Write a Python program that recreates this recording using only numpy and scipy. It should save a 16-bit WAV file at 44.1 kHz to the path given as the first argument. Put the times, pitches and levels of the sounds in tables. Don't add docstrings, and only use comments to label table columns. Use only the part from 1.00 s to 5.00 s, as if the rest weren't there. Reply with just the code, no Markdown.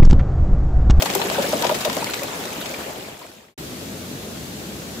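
import sys
import numpy as np
from scipy import signal
from scipy.fft import rfft, irfft
from scipy.io import wavfile
from scipy.ndimage import uniform_filter1d

SR = 44100
rng = np.random.default_rng(int(sys.argv[2]) if len(sys.argv) > 2 else 0)


def to_wav(s):
    ch = np.atleast_2d(s).T
    pcm = np.round(np.clip(ch, -1, 1) * 32767)
    wavfile.write(sys.argv[1], SR, pcm.astype(np.int16))


N = 176400

# f/Hz, relative density/dB
FAR_SPECTRUM = [(20, -39), (35, -18), (65, -2.5), (110, -3.5), (200, .5), (330, -4), (600, -9.5),
                (950, -17), (1450, -16.5), (1900, -18.5), (3700, -17.5), (5500, -20), (7500, -20),
                (9000, -25.5), (12000, -23), (15500, -27.5)]
# f/Hz, relative density/dB
RUMBLE_SPECTRUM = [(20, -27), (45, -2), (75, -3.5), (110, -8.5), (200, -8), (600, -34), (15500, -90)]
# f/Hz, relative density/dB
RUSH_SPECTRUM = [(20, -35), (35, -43), (60, -19), (100, -10), (200, -.5), (300, -1), (620, -1.5),
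                 (900, -5.5), (1150, -8), (1700, -10.5), (2300, -10), (4200, -13), (6200, -17.5),
                 (7500, -15), (8900, -21.5), (12500, -19.5), (15500, -22.5)]
# t/s, gain/dB
FLOW_LEVELS = [(0, 1.5), (.45, 3), (.68, 1.5), (.79, 0.5), (.88, 0.9), (1.0, -0.8), (1.2, -1), (1.55, -2),
               (1.9, -3.5), (2.2, -6)]
# f/Hz, relative level/dB
SPRAY_LEVELS = [(1200, -52), (2500, -40), (4500, -44), (7500, -40.5), (9000, -45.5), (15000, -40.5)]
# t/s, level/dB, extra treble/dB, swell time/s
SLAPS = [(0.0213, -13.5, 6.5, 0.0028), (.056, -21, -2, 0.0033), (.099, -21, -5, .002),
         (.110, -27, 0, 0.0011), (.135, -25.5, 4, 0.0036), (0.1492, -13.5, 17, 0.0021),
         (.215, -19.5, -32, 0.0027), (0.249, -28, -16, 0.0013), (0.299, -20, -14, 0.0014),
         (.340, -26, -21, 0.0046), (.419, -25, 4, 0.0073), (0.527, -26, -5, 0.0016),
         (0.622, -18.5, 2, 0.0021), (0.641, -23, -8, 0.0057), (.666, -20.5, -6, 0.0023),
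         (.693, -21, -23, 0.0017), (.742, -23.5, 1, 0.0062), (0.804, -25.5, 6, 0.0056),
         (0.848, -17.5, 1.5, .003), (.897, -22, -7, 0.0018), (.927, -26, 6, 0.0038),
         (0.967, -20, 8, 0.0011), (1.043, -19.5, 9, .0012), (1.098, -24.5, 39, 0.0018),
         (1.135, -22, -1, 0.0024), (1.141, -20.5, 3, 0.001), (1.232, -23, 12, 0.002),
         (1.453, -28, 4, 0.0023), (1.657, -28, 0, 0.0033), (2.191, -32, 15, 0.0014)]
# f/Hz, relative density/dB
SLAP_SPECTRUM = [(100, -32.5), (600, 5), (1500, 0.5), (3500, 2.5), (7500, -4), (9000, -12.5),
                 (15500, -10.5)]
# t/s, f/Hz, peak level/dB, swell time/s
AIR_POCKETS = [(.021, 665, -14, 0.0026), (.059, 900, -23, 0.0038), (.151, 823, -17.5, .0025),
               (0.155, 389, -17, 0.0066), (0.193, 417, -25, 0.014), (.197, 870, -18.5, 0.0015),
               (.215, 905, -25, 0.0049), (0.242, 402, -23, 0.012), (.311, 644, -19.5, 0.0034),
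               (.344, 923, -26, 0.0066), (.356, 1530, -26.5, 0.0026), (.381, 750, -18.5, 0.0016),
               (.383, 570, -14, 0.0073), (.440, 564, -19.5, 0.0056), (.531, 618, -14, 0.0038),
               (.541, 287, -18.5, .008), (.614, 560, -24.5, 0.0062), (0.632, 948, -18.5, 0.0056),
               (.650, 607, -13, 0.0021), (.695, 947, -15.5, 0.0027), (.697, 555, -13.5, 0.0022),
               (.711, 615, -17.5, 0.0057), (.852, 614, -14.5, 0.0047), (0.8737, 577, -15.5, 0.0023),
               (0.897, 1000, -24.5, .003), (.968, 634, -17.5, 0.0024), (1.023, 900, -23, 0.003),
               (1.068, 2210, -26, 0.0024), (1.217, 576, -23, 0.0053), (1.612, 3770, -30.5, .002),
               (1.741, 2360, -24.5, 0.0019), (2.082, 673, -27, 0.0026), (2.215, 1020, -32.5, 0.0036),
               (2.245, 680, -32, .005)]
# f/Hz, coherence
COHERENCE = [(60, 1), (130, 0.97), (290, 0.87), (640, 0.45), (1400, -0.17), (3000, 0.023), (15000, -0.045)]
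# f/Hz, left minus right/dB
BALANCE = [(60, 2), (200, 1), (600, 3), (1300, 0.1), (4000, 0.8), (8000, 3.5), (15000, 0.2)]

GLIDE, GLIDE_S = .08, .014
CHURN_DB, CHURN_S, CHURN_OCTAVES = -5, .0093, .64
TREBLE_HZ, ROCK_ECHO_DB, ROCK_T60_S = 7500, -11, .14
FADE_START_S, FADE_END_S, FADE_POWER = 1.827, 2.545, .89
FAR_START_S, FAR_RISE_S = 2.577, .0027
LOW_CUT_HZ, BAND_LIMIT_HZ = 61, 15650


def amp(db):
    return 10 ** (np.asarray(db) / 20)


def unit(x):
    return x / np.sqrt(np.mean(x ** 2) + 1e-20)


def read(points, hz):
    f, value = np.transpose(points)
    return np.interp(np.log(hz + 1), np.log(f + 1), value)


def add(mix, s, sound):
    part = mix[:, max(round(s * SR), 0):][:, :sound.shape[1]]
    part += sound[:, :part.shape[1]]


def pan(db):
    return amp(np.array([[db], [-db]]) / 2)


def swell(t, peak_s):
    return t / peak_s * np.exp(1 - t / peak_s)


def stereo_pair(left, other, hz):
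    same = read(COHERENCE, hz)
    return np.array([left, same * left + np.sqrt(1 - same ** 2) * other])


def burst(gain, size):
    hz = np.fft.rfftfreq(size, 1 / SR)
    left, other = rfft(rng.standard_normal((2, size)))
    return unit(irfft(stereo_pair(left, other, hz) * gain(hz)))


def wash(spectrum, patch_db, flicker_db=0, size=2048):
    hop = size // 4
    hz = np.fft.rfftfreq(size, 1 / SR)
    a, b, c, d, patches = rng.standard_normal((5, N // hop + 5, len(hz)))
    patches = uniform_filter1d(patches, size=4, axis=0)
    patches = unit(uniform_filter1d(patches, size=14, axis=1))
    flicker = unit(uniform_filter1d(rng.standard_normal(len(a)), size=3))[:, None]
    frames = stereo_pair(a + 1j * b, c + 1j * d, hz) * pan(read(BALANCE, hz))
    frames *= amp(read(spectrum, hz) + patch_db * patches + flicker_db * flicker)
    _, noise = signal.istft(frames, nperseg=size, noverlap=size - hop, time_axis=1, freq_axis=2)
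    return unit(noise[:, :N])


def bubble_train(hz, cycles, per_s, spread_db):
    t = np.arange(0, 10 * cycles / hz, 1 / SR)
    chance, strength = rng.random(N), np.minimum(rng.exponential(1, N), 4)
    onsets = (chance < per_s / SR) * amp(spread_db * strength)
    right_shift = rng.uniform(-np.pi, np.pi) * (1 - read(COHERENCE, hz))
    phase = 2 * np.pi * hz * t * (1 + GLIDE * t / t[-1])
    envelope = (1 - np.exp(-2 * t * hz)) * np.exp(-t * hz / cycles)
    ring = envelope * np.sin([phase, phase + right_shift])
    train = signal.oaconvolve(onsets[None], ring, axes=1)[:, :N]
    return unit(train * pan(2 + 3 * rng.standard_normal()))


def far_stream():
    return amp(-32.5) * wash(FAR_SPECTRUM, patch_db=.95)


def rumble():
    return amp(-47.5) * wash(RUMBLE_SPECTRUM, patch_db=2)


def rocks(direct):
    t = np.arange(SR // 8) / SR
    taps = rng.standard_normal((2, len(t))) * (rng.random((2, len(t))) < .05) * (t > .003)
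    taps *= amp(-60 * t / ROCK_T60_S)
    taps /= np.linalg.norm(taps, axis=1, keepdims=True)
    return direct + amp(ROCK_ECHO_DB) * signal.oaconvolve(direct, taps, axes=1)[:, :N]


def rush():
    return amp(-28) * wash(RUSH_SPECTRUM, patch_db=2, flicker_db=.83, size=1024)


def trickle():
    spray = sum(amp(read(SPRAY_LEVELS, hz)) * bubble_train(hz, cycles=2.6, per_s=75, spread_db=4)
                for hz in np.geomspace(1370, 14700, 18))
    babble = sum(bubble_train(hz, cycles=3.9, per_s=7, spread_db=2.5)
                 for hz in np.geomspace(332, 4030, 18))
    return amp(-7.5) * spray + amp(-52) * babble


def splashes():
    out, t = np.zeros((2, N)), np.arange(8192) / SR
    for s, db, treble_db, peak_s in SLAPS:
        spray = burst(lambda f: amp(read(SLAP_SPECTRUM, f)
                                    + treble_db * f ** 4 / (f ** 4 + TREBLE_HZ ** 4)), len(t))
        add(out, s, amp(db) * swell(t, peak_s) * spray)
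    return out * pan(4.5)


def gulps():
    out, t = np.zeros((2, N)), np.arange(8192) / SR
    for s, hz, db, peak_s in AIR_POCKETS:
        pitch = hz * (1 + GLIDE * np.tanh((t - 2 * peak_s) / GLIDE_S))
        ring = swell(t, peak_s) * np.sin(2 * np.pi * np.cumsum(pitch) / SR)
        band = burst(lambda f: np.exp(-.5 * (np.log2((f + 1) / hz) / CHURN_OCTAVES) ** 2), len(t))
        churn = swell(t, np.sqrt(CHURN_S * peak_s)) * band / np.sqrt(2)
        add(out, s, amp(db) * (ring + amp(CHURN_DB) * churn))
    return out * pan(2.5)


def scene():
    t = np.arange(N) / SR
    flow = amp(np.interp(t, *np.transpose(FLOW_LEVELS)))
    near = flow * rush() + rocks(flow * trickle() + gulps() + splashes()) + rumble()
    fade_out = np.clip((FADE_END_S - t) / (FADE_END_S - FADE_START_S), 0, 1) ** FADE_POWER
    cut_in = np.clip((t - FAR_START_S) / FAR_RISE_S, 0, 1)
    return near * fade_out + far_stream() * cut_in


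def record(dry):
    low_cut = signal.butter(4, LOW_CUT_HZ, "highpass", fs=SR, output="sos")
    band_limit = signal.firwin(511, BAND_LIMIT_HZ, window=("kaiser", 9), fs=SR)
    return signal.oaconvolve(signal.sosfilt(low_cut, dry), band_limit[None], "same")


dry = scene()
out = record(dry)
to_wav(out)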